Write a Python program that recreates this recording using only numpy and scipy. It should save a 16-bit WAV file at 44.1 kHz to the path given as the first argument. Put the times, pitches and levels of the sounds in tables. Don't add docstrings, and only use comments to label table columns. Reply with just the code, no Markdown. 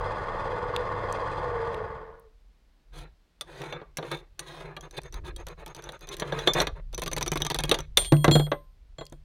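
import sys
import numpy as np
from scipy import signal
from scipy.fft import rfft, irfft, next_fast_len
from scipy.io import wavfile
from scipy.ndimage import uniform_filter1d

SR = 44100
rng = np.random.default_rng(int(sys.argv[2]) if len(sys.argv) > 2 else 0)


def output_pcm(signal):
    pcm = np.clip(np.atleast_2d(signal).T, -1, 1) * 32767
    wavfile.write(sys.argv[1], SR, np.round(pcm).astype(np.int16))


N = 407484
TIME = np.arange(N) / SR
AGE = np.arange(int(.8 * SR)) / SR
SHAFT_HZ, MESH_HZ = 17.3, 80.8


# time_s, level_db
DRIVE_LEVEL = [(0, -28.5), (1.2, -28), (1.68, -29.5), (1.95, -35.5), (2.15, -48), (2.3, -68), (2.42, -114)]
# freq_hz, width_hz, gain_db
GEARBOX_RESONANCES = [(488, 83, 2), (552, 36, -3), (636, 18, -2.5), (698, 21, -5), (869, 17.5, -1),
                      (912, 21, -11), (1089, 51, -1.5), (1126, 30, -3), (1459, 54, -6), (1684, 24, -6.5),
                      (1822, 31, -6.5), (2070, 57, -14.5)]
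# freq_hz, level_db
CASING_SPECTRUM = [(30, -1.5), (40, -30.5), (55, -8.5), (120, -7.5), (170, -16), (255, -27), (340, -12.5),
                   (600, -10.5), (770, -11.5), (1000, -6), (1200, -6.5), (1350, -19), (1900, -18.5),
                   (2400, -32), (3500, -38.5)]

def grinder():
    clock = TIME + np.cumsum(.007 * walk(5)) / SR
    shaft = np.cos(2 * np.pi * SHAFT_HZ * clock)
    mesh = np.cos(2 * np.pi * MESH_HZ * clock)
    load = undb(.9 * shaft + 3.4 * mesh + .6 * walk(25))
    teeth = shaft_impacts(clock, spread_db=2.4, repeat=.45) * load
    housing = undb(-8) * sing(teeth, GEARBOX_RESONANCES)
    casing = undb(-6.5) * colour(grains(1.67) * load, CASING_SPECTRUM)
    drive = curve(DRIVE_LEVEL)
    running = drive / drive.max()
    scraping = undb(-27.5) * auger(clock, shaft) * running ** .68
    return drive * (housing + casing + scraping) + undb(-3) * motor_hum() * running + gear_whine()


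# freq_hz, level_db
AUGER_SPECTRUM = [(1410, -27), (2400, -16.5), (3370, -7), (5060, -8), (5480, -16), (5950, -16.5),
                  (9820, -23), (14000, -51)]
# freq_hz, width_hz, gain_db
BARREL_RESONANCES = [(2490, 49, 2), (2655, 68, -2), (3265, 120, -1.5), (3520, 42, 3.5), (3967, 180, -4),
                     (4520, 57, -9), (5150, 70, -12)]

def auger(clock, shaft):
    scrape = shaft_impacts(clock, spread_db=3.2, repeat=.35) * undb(1.3 * walk(9))
    modes = unit(signal.oaconvolve(scrape, clink(AUGER_SPECTRUM, t60=.06, count=90))[:N])
    hiss = colour(scrape, AUGER_SPECTRUM)
    barrel = sing(scrape, BARREL_RESONANCES)
    bite = undb(2.7 * shaft + 1.8 * walk(200))
    return (undb(-5) * modes + undb(-8.5) * hiss + undb(-2.5) * barrel) * bite


# pitch_hz, level_db
HUM_LINES = [(100, -43), (200, -50.5), (300, -54.5), (885, -40)]

def motor_hum():
    return sum(undb(db + 3.6 * walk(3.9)) * np.sin(2 * np.pi * hz * (TIME + .0001 * walk(6.7)))
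               for hz, db in HUM_LINES)


# time_s, pitch_hz, level_db
WHINE_TRACK = [(0, 492, -63.5), (.8, 497, -34), (1.35, 498.7, -46), (1.55, 481, -29), (1.75, 436.6, -39.5),
               (2.05, 455, -46), (2.28, 450, -58.5), (2.42, 457, -86)]

def gear_whine():
    times, hz, _ = np.transpose(WHINE_TRACK)
    pitch_hz = np.interp(TIME, times, hz) * (1 + .026 * walk(70))
    level = curve(WHINE_TRACK, column=2) * undb(3.5 * walk(55))
    return level * np.sin(2 * np.pi * np.cumsum(pitch_hz) / SR)


# start_s, level_db, centre_hz
PLASTIC_SNAPS = [(.763, -13, 2750), (1.125, -24.5, 6600), (1.744, -25, 2400), (2.197, -49, 10500),
                 (8.047, -22, 2780), (8.167, -27, 3000), (9.054, -40, 7140), (9.066, -30.5, 4660),
                 (9.098, -43, 6800), (9.124, -38, 7600)]
# centre_ratio, level_db
SNAP_SPECTRUM = [(.6, -12), (.92, 1), (1.45, -5), (2, -21), (4, -21)]

def plastic():
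    out = np.zeros(N)
    for start_s, db, centre_hz in PLASTIC_SNAPS:
        spectrum = [(centre_hz * ratio, band_db) for ratio, band_db in SNAP_SPECTRUM]
        add(out, start_s, undb(db) * burst(spectrum, t60=.0078, rise_s=.00084))
    return out


# start_s, level_db, hardness_db, ringing_db, choke_after_s
RING_KNOCKS = [(3.41, -36.5, 8, -22, 0.0014), (3.617, -41, 0.5, -46, 0.0044),
               (3.725, -36, -12.5, -36, 0.036), (3.815, -55.5, -38.5, -63, .02),
               (3.971, -35.5, 12, -43.5, 0.003), (3.985, -39.5, -27.5, -51.5, 0.033),
               (4.027, -39, -15, -55.5, .02), (4.115, -32, -1, -47, 0.04),
               (4.393, -35.5, 10.5, -48.5, 0.0024), (4.766, -36.5, -8, -56, .012),
               (5.89, -38.5, -4, -35, 0.0035), (6.198, -36.5, 10.5, -49, 0.011),
               (6.221, -32.5, -20, -35, 0.011), (6.323, -35.5, -27, -31, 0.0092),
               (6.389, -35.5, 0.5, -31.5, 0.033), (6.474, -18, -11, -12.5, 0.044),
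               (6.535, -37.5, 19.5, -43.5, 0.0072), (6.602, -20, -2.5, -23, 0.0035),
               (6.617, -27.5, 3.5, -45, 0.016), (6.67, -27.5, -5, -29.5, 0.0102),
               (7.714, -15, -2.5, -29.5, 0.018), (7.743, -24.5, 0, -51.5, 0.0073)]
# freq_hz, level_db, t60_s
RING_MODES = [(1288, -12.5, 0.13), (1950, -22.5, 0.05), (2202, -21, .18), (3400, -8, .15), (3544, -2, 0.25),
              (5950, -19, 0.11), (7063, -25.5, 0.2), (9140, -23, .06), (11500, -22, .06)]
# freq_hz, level_db
THUD_SPECTRUM = [(90, -6.5), (155, 3), (250, -12), (340, 4), (480, 7), (750, 3), (1100, -6), (1500, -6.5)]

def ring_knocks():
    out = np.zeros(N)
    for start_s, db, hard_db, ringing_db, choke_after_s in RING_KNOCKS:
        add(out, start_s, undb(db + hard_db - 5) * tick(t60=.037, tail_db=-2))
        add(out, start_s, undb(db) * clack(t60=.04, rise_s=.00054, clink_t60=.042))
        add(out, start_s, undb(db - .51 * hard_db - 3) * burst(THUD_SPECTRUM, t60=.11, rise_s=.00083))
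        choke = hold(choke_after_s, release_s=.007)
        add(out, start_s, undb(ringing_db - 4) * strike(RING_MODES, scatter_db=3) * choke)
    return out


TAP_GAP_S = .017
# start_s, first_tap_db, second_tap_db
RING_FLICKS = [(4.809, -35, -48), (4.91, -37, -50), (5.017, -41, -39), (5.125, -39, -29), (5.363, -30, -49),
               (5.468, -31, -32), (5.662, -30.5, -37), (5.748, -34, -36.5), (5.823, -39, -34),
               (5.904, -54, -34.5), (5.992, -48.5, -40.5), (6.072, -40.5, -28), (6.168, -30, -42.5),
               (6.929, -39, -28), (6.9786, -25.5, -28.5), (7.019, -22, -23.5), (7.0612, -24.5, -22.5),
               (7.115, -28.5, -18.5), (7.165, -22.5, -20.5), (7.21, -23.5, -18.5), (7.2623, -25.5, -20.5),
               (7.318, -16.5, -27.5), (7.357, -24.5, -20.5), (7.403, -35, -16.5), (7.4493, -24, -20),
               (7.501, -18, -27), (7.545, -18, -28.5), (7.588, -18.5, -26), (7.637, -16.5, -30),
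               (7.677, -49, -15), (7.788, -25.5, -29.5)]

def ring_rattles():
    out = np.zeros(N)
    for start_s, first_db, second_db in RING_FLICKS:
        for tap_s, db in ((start_s, first_db), (start_s + TAP_GAP_S, second_db)):
            body_db = tap_body_db(db)
            add(out, tap_s, undb(db - 8) * tick(t60=.014, tail_db=0))
            add(out, tap_s, undb(body_db - 8.5) * clack(t60=.013, rise_s=.00042, clink_t60=.031))
            add(out, tap_s, undb(body_db - 10) * burst(THUD_SPECTRUM, t60=.055, rise_s=.0095))
            add(out, tap_s, undb(body_db - 21) * strike(TABLE_MODES, scatter_db=2))
    return out


def tap_body_db(tap_db, firm_db=-15):
    return firm_db + 1.38 * (tap_db - firm_db)


# start_s, length_s, rub_db, swell_db, grit_db, sing_db
STROKES = [(2.919, 0.14, -46, 1.5, -50, -55.5), (3.435, 0.33, -41.5, 15, -53, -57.5),
           (4.003, 0.23, -43.5, -11, -52.5, -66), (4.111, 0.076, -39.5, -33, -55, -46),
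           (4.378, 0.3, -43.5, 3, -52, -56.5), (4.582, 0.16, -51, 11, -68, -79),
           (4.964, 0.027, -40.5, 20, -41.5, -46.5), (5.235, 0.075, -40, 2, -49, -48.5),
           (5.57, 0.069, -43.5, 6, -56, -58), (5.845, 0.036, -54, 4, -72, -74),
           (6.111, 0.048, -39.5, -3, -36.5, -51), (6.197, 0.25, -33.5, 10.5, -54.5, -57.5),
           (6.318, 0.22, -55.5, -0.5, -48, -47), (6.546, 0.091, -22, -9.5, -35.5, -35.5),
           (6.622, 0.039, -48.5, -3, -56.5, -72), (6.747, 0.052, -44.5, 7, -71, -66),
           (7.056, 0.8, -54.5, 10.5, -75, -55.5), (7.966, 0.14, -43.5, -31.5, -44.5, -61.5)]
# freq_hz, level_db
RUB_SPECTRUM = [(100, -5.5), (155, 15.5), (200, -13), (250, -16), (340, 11), (560, 4), (790, -3.5),
                (900, -0.5), (1300, -10.5), (1900, -13.5), (2600, -18), (3000, -28)]
# freq_hz, level_db
GRIT_SPECTRUM = [(2000, -10), (3000, 0.5), (3500, 6.5), (4100, 3), (4700, -6), (5600, -12.5), (6200, -2.5),
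                 (7600, -15), (9300, -8.5), (12000, -19), (16000, -23.5)]
# freq_hz, width_hz, gain_db
RUB_RESONANCES = [(1264, 38, -2.5), (1650, 190, -8.5), (2210, 24, -4), (2490, 90, -9), (3590, 96, -9),
                  (4030, 98, -10)]

def thread_friction():
    rub_env, grit_env, sing_env, spin_env = np.zeros((4, N))
    contact = np.ones(N)
    delay_s, max_slide_s, lift_s = .016, .051, .022
    flicks_s = [row[0] for row in RING_FLICKS]
    slides = [(start_s + delay_s, min(gap_s - delay_s, max_slide_s), -42, 0, -58, -56)
              for start_s, gap_s in zip(flicks_s, np.diff(flicks_s)) if gap_s > .06]
    for start_s, length_s, rub_db, swell_db, grit_db, sing_db in STROKES + slides:
        swell, arch = stroke(length_s, swell_db)
        add(rub_env, start_s, undb(rub_db) * swell)
        add(grit_env, start_s, undb(grit_db) * arch)
        add(sing_env, start_s, undb(sing_db) * swell)
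    for start_s, length_s, *_ in slides:
        add(spin_env, start_s, undb(-65) * stroke(length_s, swell_db=0)[0])
    drag = hold(TAP_GAP_S, release_s=.0045)
    for start_s, first_db, second_db in RING_FLICKS:
        db = tap_body_db((first_db + second_db) / 2)
        add(rub_env, start_s, undb(db - 6.5) * drag)
        add(grit_env, start_s, undb(db - 16) * drag)
        contact[int((start_s - lift_s) * SR):int(start_s * SR)] = undb(-2.5)
    pressure = uniform_filter1d(contact, size=200) * undb(2 * walk(80))
    body = moving_contact(grains(4.5), t60=.09)
    grit = moving_contact(grains(5.2), t60=.06)
    rub = undb(-1.5) * colour(body * pressure, RUB_SPECTRUM) * rub_env
    scratch = undb(-2) * colour(grit * pressure, GRIT_SPECTRUM) * grit_env
    singing = sing(grit * pressure, RUB_RESONANCES) * sing_env
    free_spin = sing(grit, [(6400, 380, 0)]) * spin_env
    return rub + scratch + singing + free_spin


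def stroke(length_s, swell_db):
    done = np.minimum(AGE / length_s, 1)
    after = np.maximum(AGE / length_s - 1, 0)
    speed = np.abs(np.sin(np.pi * done))
    gate = (1 - np.exp(-done / .1)) * np.exp(-after / .12)
    return gate * undb(swell_db * (done - .5) - 5 * (1.5 - speed)), speed ** 1.6


def moving_contact(x, t60, shift_s=.11):
    modes, hop = np.zeros(N), int(shift_s * SR)
    fade = np.sqrt(np.hanning(2 * hop))
    age = AGE[:len(AGE) // 8]
    for start in range(int(STROKES[0][0] * SR) - hop, int(STROKES[-1][0] * SR) + hop, hop):
        response = unit(rng.standard_normal(len(age)) * decay(age, t60))
        add(modes, start / SR, fade * signal.fftconvolve(x[start:start + 2 * hop], response)[:2 * hop])
    return unit(x) + 2.2 * colour(modes, [(300, -20), (1400, 0), (16000, 0)])


# freq_hz, width_hz, gain_db
RATTLE_RESONANCES = [(1180, 27, 11), (1665, 120, 2.5), (3277, 57, 5), (5880, 54, 7.5), (6050, 60, 12),
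                     (8910, 150, 12), (10360, 60, 4.5)]

def metal_colour(x, depth_db):
    resonant = sum(undb(db) * resonate(x, hz, width_hz) for hz, width_hz, db in RATTLE_RESONANCES)
    return unit(x + undb(depth_db) * resonant) * np.sqrt(np.mean(x ** 2))


# start_s, level_db, hardness_db, table_db, bend_db, rim_db, foot_db
PLATE_CONTACTS = [(8.122, -22.5, -8, -11.5, -40.5, -45, -28), (8.244, -15.5, -5, -42, -48, -57, -18.5),
                  (8.28, -20.5, -12, -16, -58, -57, -47), (8.312, -22, -4.5, -23, -17.5, -44, -46),
                  (8.354, -21.5, -10, -19.5, -37, -42, -42), (8.396, -31, -8, -28.5, -44, -52, -55),
                  (8.467, -44.5, -26.5, -57, -67.5, -83, -68), (8.517, -24.5, -27, -56, -64, -67, -28.5),
                  (8.984, -46.5, -30, -49, -39, -83, -49), (9.01, -41, -32, -65, -55, -74, -48.5),
                  (9.123, -53, -20, -49, -64.5, -74, -79)]
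# freq_hz, level_db, t60_s
BENDING_MODES = [(3275, -3.5, 0.99), (3370, -4, 0.28), (4220, -1, 0.44), (4900, -29.5, 0.7),
                 (7255, -5.5, 0.34), (10400, -28.5, 0.2), (15570, -32.5, .25)]
# freq_hz, level_db, t60_s
RIM_MODES = [(8710, 1, 0.38), (8850, 4.5, 0.43), (9249, -16, .45), (9895, -19, .3), (10190, -12, 0.35),
             (12750, -6, .42), (13150, -3, .5), (14200, -17, .35)]
# freq_hz, level_db, t60_s
TABLE_MODES = [(108.5, -4, 0.15), (148.5, 0, 0.29), (263, 2, 0.061), (331, 4, 0.12), (510, 0.5, 0.067),
               (652, -13, 0.17), (814, -14.5, 0.072), (984, -20.5, 0.072)]
# freq_hz, level_db, t60_s
FOOT_MODES = [(576, -1.5, 0.18), (1040, -15, 0.33), (1136, 2.5, 0.074), (1603, -5.5, .086),
              (2030, -3.5, 0.098), (3300, -8.5, 0.07), (6150, -12, 0.032)]

def cutting_plate():
    out, bending, rim = np.zeros((3, N))
    pop_s, rest_s, full_landing_db, tilt_db_per_octave = 7.972, 8.467, -10.5, -22
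    high_modes = [mode for mode in RING_MODES if mode[0] > 3000]
    dull_rim = [(hz, db + tilt_db_per_octave * np.log2(hz / RIM_MODES[0][0]), t60)
                for hz, db, t60 in RIM_MODES]
    add(out, pop_s, crack(db=-8.5, hard_db=2))
    add(out, pop_s, undb(-2.5) * strike(high_modes) * np.exp(-AGE / .0066))
    add(bending, pop_s, undb(-33.5) * strike(BENDING_MODES))
    add(rim, pop_s, undb(-25) * strike(dull_rim))
    for start_s, db, hard_db, table_db, bend_db, rim_db, foot_db in PLATE_CONTACTS:
        add(out, start_s, crack(db, hard_db))
        add(out, start_s, undb(table_db) * strike(TABLE_MODES))
        add(out, start_s, undb(foot_db) * strike(FOOT_MODES))
        flex = undb(bend_db - 5.5) * strike(BENDING_MODES)
        shimmer = undb(rim_db) * strike(RIM_MODES)
        if start_s < rest_s:
            force = min(undb(db - full_landing_db), 1)
            bending *= damp(start_s, db=-16 * force)
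            rim *= damp(start_s, db=-16.5 * force)
            add(bending, start_s, flex)
            add(rim, start_s, shimmer)
        else:
            add(out, start_s, (flex + shimmer) * np.exp(-AGE / .054))
    rocking = undb(3 * walk(45))
    return out + (bending * damp(rest_s, db=-48) + rim) * rocking


def crack(db, hard_db):
    return (undb(db + hard_db - .5) * tick(t60=.035, tail_db=-5)
            + undb(db - 3.5) * clack(t60=.038, rise_s=.00019, clink_t60=.042, clink_db=-2.5)
            + undb(db + 9.5 - 2 * max(hard_db + 8, 0)) * burst(THUD_SPECTRUM, t60=.075, rise_s=.0018))


# freq_hz, level_db
CLACK_SPECTRUM = [(800, -16), (1150, 2), (1600, -0.5), (2000, 5.5), (2950, 2.5), (3300, 1.5), (3700, 10),
                  (4350, 2.5), (4900, -29), (5600, -40.5)]

def clack(t60, rise_s, clink_t60, clink_db=0):
    return burst(CLACK_SPECTRUM, t60, rise_s) + undb(clink_db) * clink(CLACK_SPECTRUM, clink_t60)


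# freq_hz, level_db
TICK_SPECTRUM = [(4300, 7.5), (5400, 1.5), (6100, 9.5), (6900, 2), (8900, -3.5), (11800, 1.5),
                 (16000, -13.5)]

def tick(t60, tail_db):
    spike = burst(TICK_SPECTRUM, t60=.0046, rise_s=.00021)
    tail = clink(TICK_SPECTRUM, t60) + undb(-3.5) * burst(TICK_SPECTRUM, t60, rise_s=.0005)
    return spike + undb(tail_db) * tail


def reflections(x, wet_db, t60):
    spectrum = [(120, 12), (1200, -7), (4000, -.5), (15000, -14)]
    tail = colour(rng.standard_normal(len(AGE)), spectrum) * decay(AGE, t60)
    return x + undb(wet_db) * signal.fftconvolve(x, tail / np.sqrt(np.sum(tail ** 2)))[:N]


# time_s, level_db
GUST_LEVEL = [(0.0, -41.5), (1.75, -46.5), (2.83, -63), (2.96, -41), (3.27, -64), (3.45, -55),
              (4.92, -50.5), (5.22, -32.5), (5.6, -45), (5.94, -52.5), (6.6, -37), (6.85, -33),
              (7.05, -36.5), (7.5, -38), (8.36, -35), (8.67, -50), (9.24, -48.5)]
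# freq_hz, level_db
RUMBLE_SPECTRUM = [(15, -10), (28, -0.5), (42, 3.5), (62, -8), (90, -17.5), (150, -26.5), (300, -56)]
# freq_hz, level_db
BUFFET_SPECTRUM = [(50, 23), (80, 8), (130, -15), (220, -23), (330, 4), (420, -4)]
# freq_hz, level_db
AIR_SPECTRUM = [(150, -7.5), (350, -14), (1200, -21), (4400, -25.5), (7000, -34), (16000, -41.5)]

def wind():
    buffet_s, buffet_length_s = 5.08, .42
    rumble = undb(-1.5) * colour(rng.standard_normal(N), RUMBLE_SPECTRUM) * curve(GUST_LEVEL)
    air = undb(-72) * colour(rng.standard_normal(N), AIR_SPECTRUM)
    gust = np.sin(np.pi * np.clip((TIME - buffet_s) / buffet_length_s, 0, 1))
    flutter = undb(-44.5 + 3.7 * walk(45)) * colour(rng.standard_normal(N), BUFFET_SPECTRUM)
    return rumble + air + gust * flutter


def grains(spread_db):
    return rng.standard_normal(N) * undb(spread_db * np.minimum(rng.exponential(size=N), 7))


def shaft_impacts(clock, spread_db, repeat):
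    place = (clock * SHAFT_HZ % 1) * SR / SHAFT_HZ
    recurring = unit(grains(spread_db)[place.astype(int)])
    return np.sqrt(repeat) * recurring + np.sqrt(1 - repeat) * unit(grains(spread_db))


def burst(spectrum, t60, rise_s):
    age = AGE[:len(AGE) // 4]
    return colour(rng.standard_normal(len(age)), spectrum) * (1 - np.exp(-age / rise_s)) * decay(age, t60)


def strike(modes, scatter_db=1):
    out = np.zeros(len(AGE))
    for hz, db, t60 in modes:
        age = AGE[:int(t60 * SR)]
        gain = rng.choice([-1, 1]) * undb(db + scatter_db * rng.standard_normal())
        add(out, 0, gain * np.sin(2 * np.pi * hz * age) * decay(age, t60))
    return out


def clink(spectrum, t60, count=7):
    hz, db = np.transpose(spectrum)
    modes = [(pick_hz, np.interp(pick_hz, hz, db), t60) for pick_hz in rng.uniform(hz[0], hz[-1], count)]
    return strike(modes, scatter_db=2)[:len(AGE) // 4] / np.sqrt(count)


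def sing(x, resonances):
    return unit(sum(undb(db) * resonate(resonate(x, hz, 1.3 * width_hz), hz, 1.3 * width_hz)
                    for hz, width_hz, db in resonances))


def resonate(x, hz, width_hz):
    return signal.lfilter(*signal.iirpeak(hz, hz / width_hz, fs=SR), x)


def colour(x, spectrum):
    hz, db = np.transpose(spectrum)
    size = next_fast_len(len(x))
    bins_hz = np.maximum(np.arange(size // 2 + 1) * SR / size, 1)
    skirts = np.minimum(bins_hz / hz[0], 1) ** 4 * np.minimum(hz[-1] / bins_hz, 1) ** 4
    gain = skirts * undb(np.interp(np.log(bins_hz), np.log(hz), db))
    return unit(irfft(rfft(x, size) * gain, size)[:len(x)])


def curve(rows, column=1):
    times, db = np.array(rows)[:, [0, column]].T
    return undb(np.interp(TIME, times, db)) * (TIME >= times[0]) * (TIME <= times[-1])


def walk(rate_hz):
    knots = rng.standard_normal(4096)
    return np.interp(TIME * rate_hz, np.arange(len(knots)), knots)


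def damp(start_s, db):
    return np.interp(TIME, [start_s, start_s + .0038], [1, undb(db)])


def hold(length_s, release_s):
    return np.exp(-np.maximum(AGE - length_s, 0) / release_s)


def decay(age, t60):
    return np.exp(-np.log(1000) * age / t60)


def undb(db):
    return 10 ** (np.asarray(db) / 20)


def unit(x):
    return x / np.sqrt(np.mean(x ** 2))


def add(out, start_s, sound):
    start = int(start_s * SR)
    out[start:start + len(sound)] += sound[:N - start]


def scene():
    near = grinder() + thread_friction()
    near += metal_colour(ring_rattles() + ring_knocks(), depth_db=-2.5)
    near += cutting_plate() + plastic()
    return (reflections(near, wet_db=-22.5, t60=.23) + wind())[None]


def record(dry):
    ceiling, top_hz = .5, 16000
    lowpass = signal.ellip(8, .2, 70, top_hz, fs=SR, output="sos")
    return signal.sosfilt(lowpass, ceiling * np.tanh(dry / ceiling))


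dry = scene()
out = record(dry)
output_pcm(out)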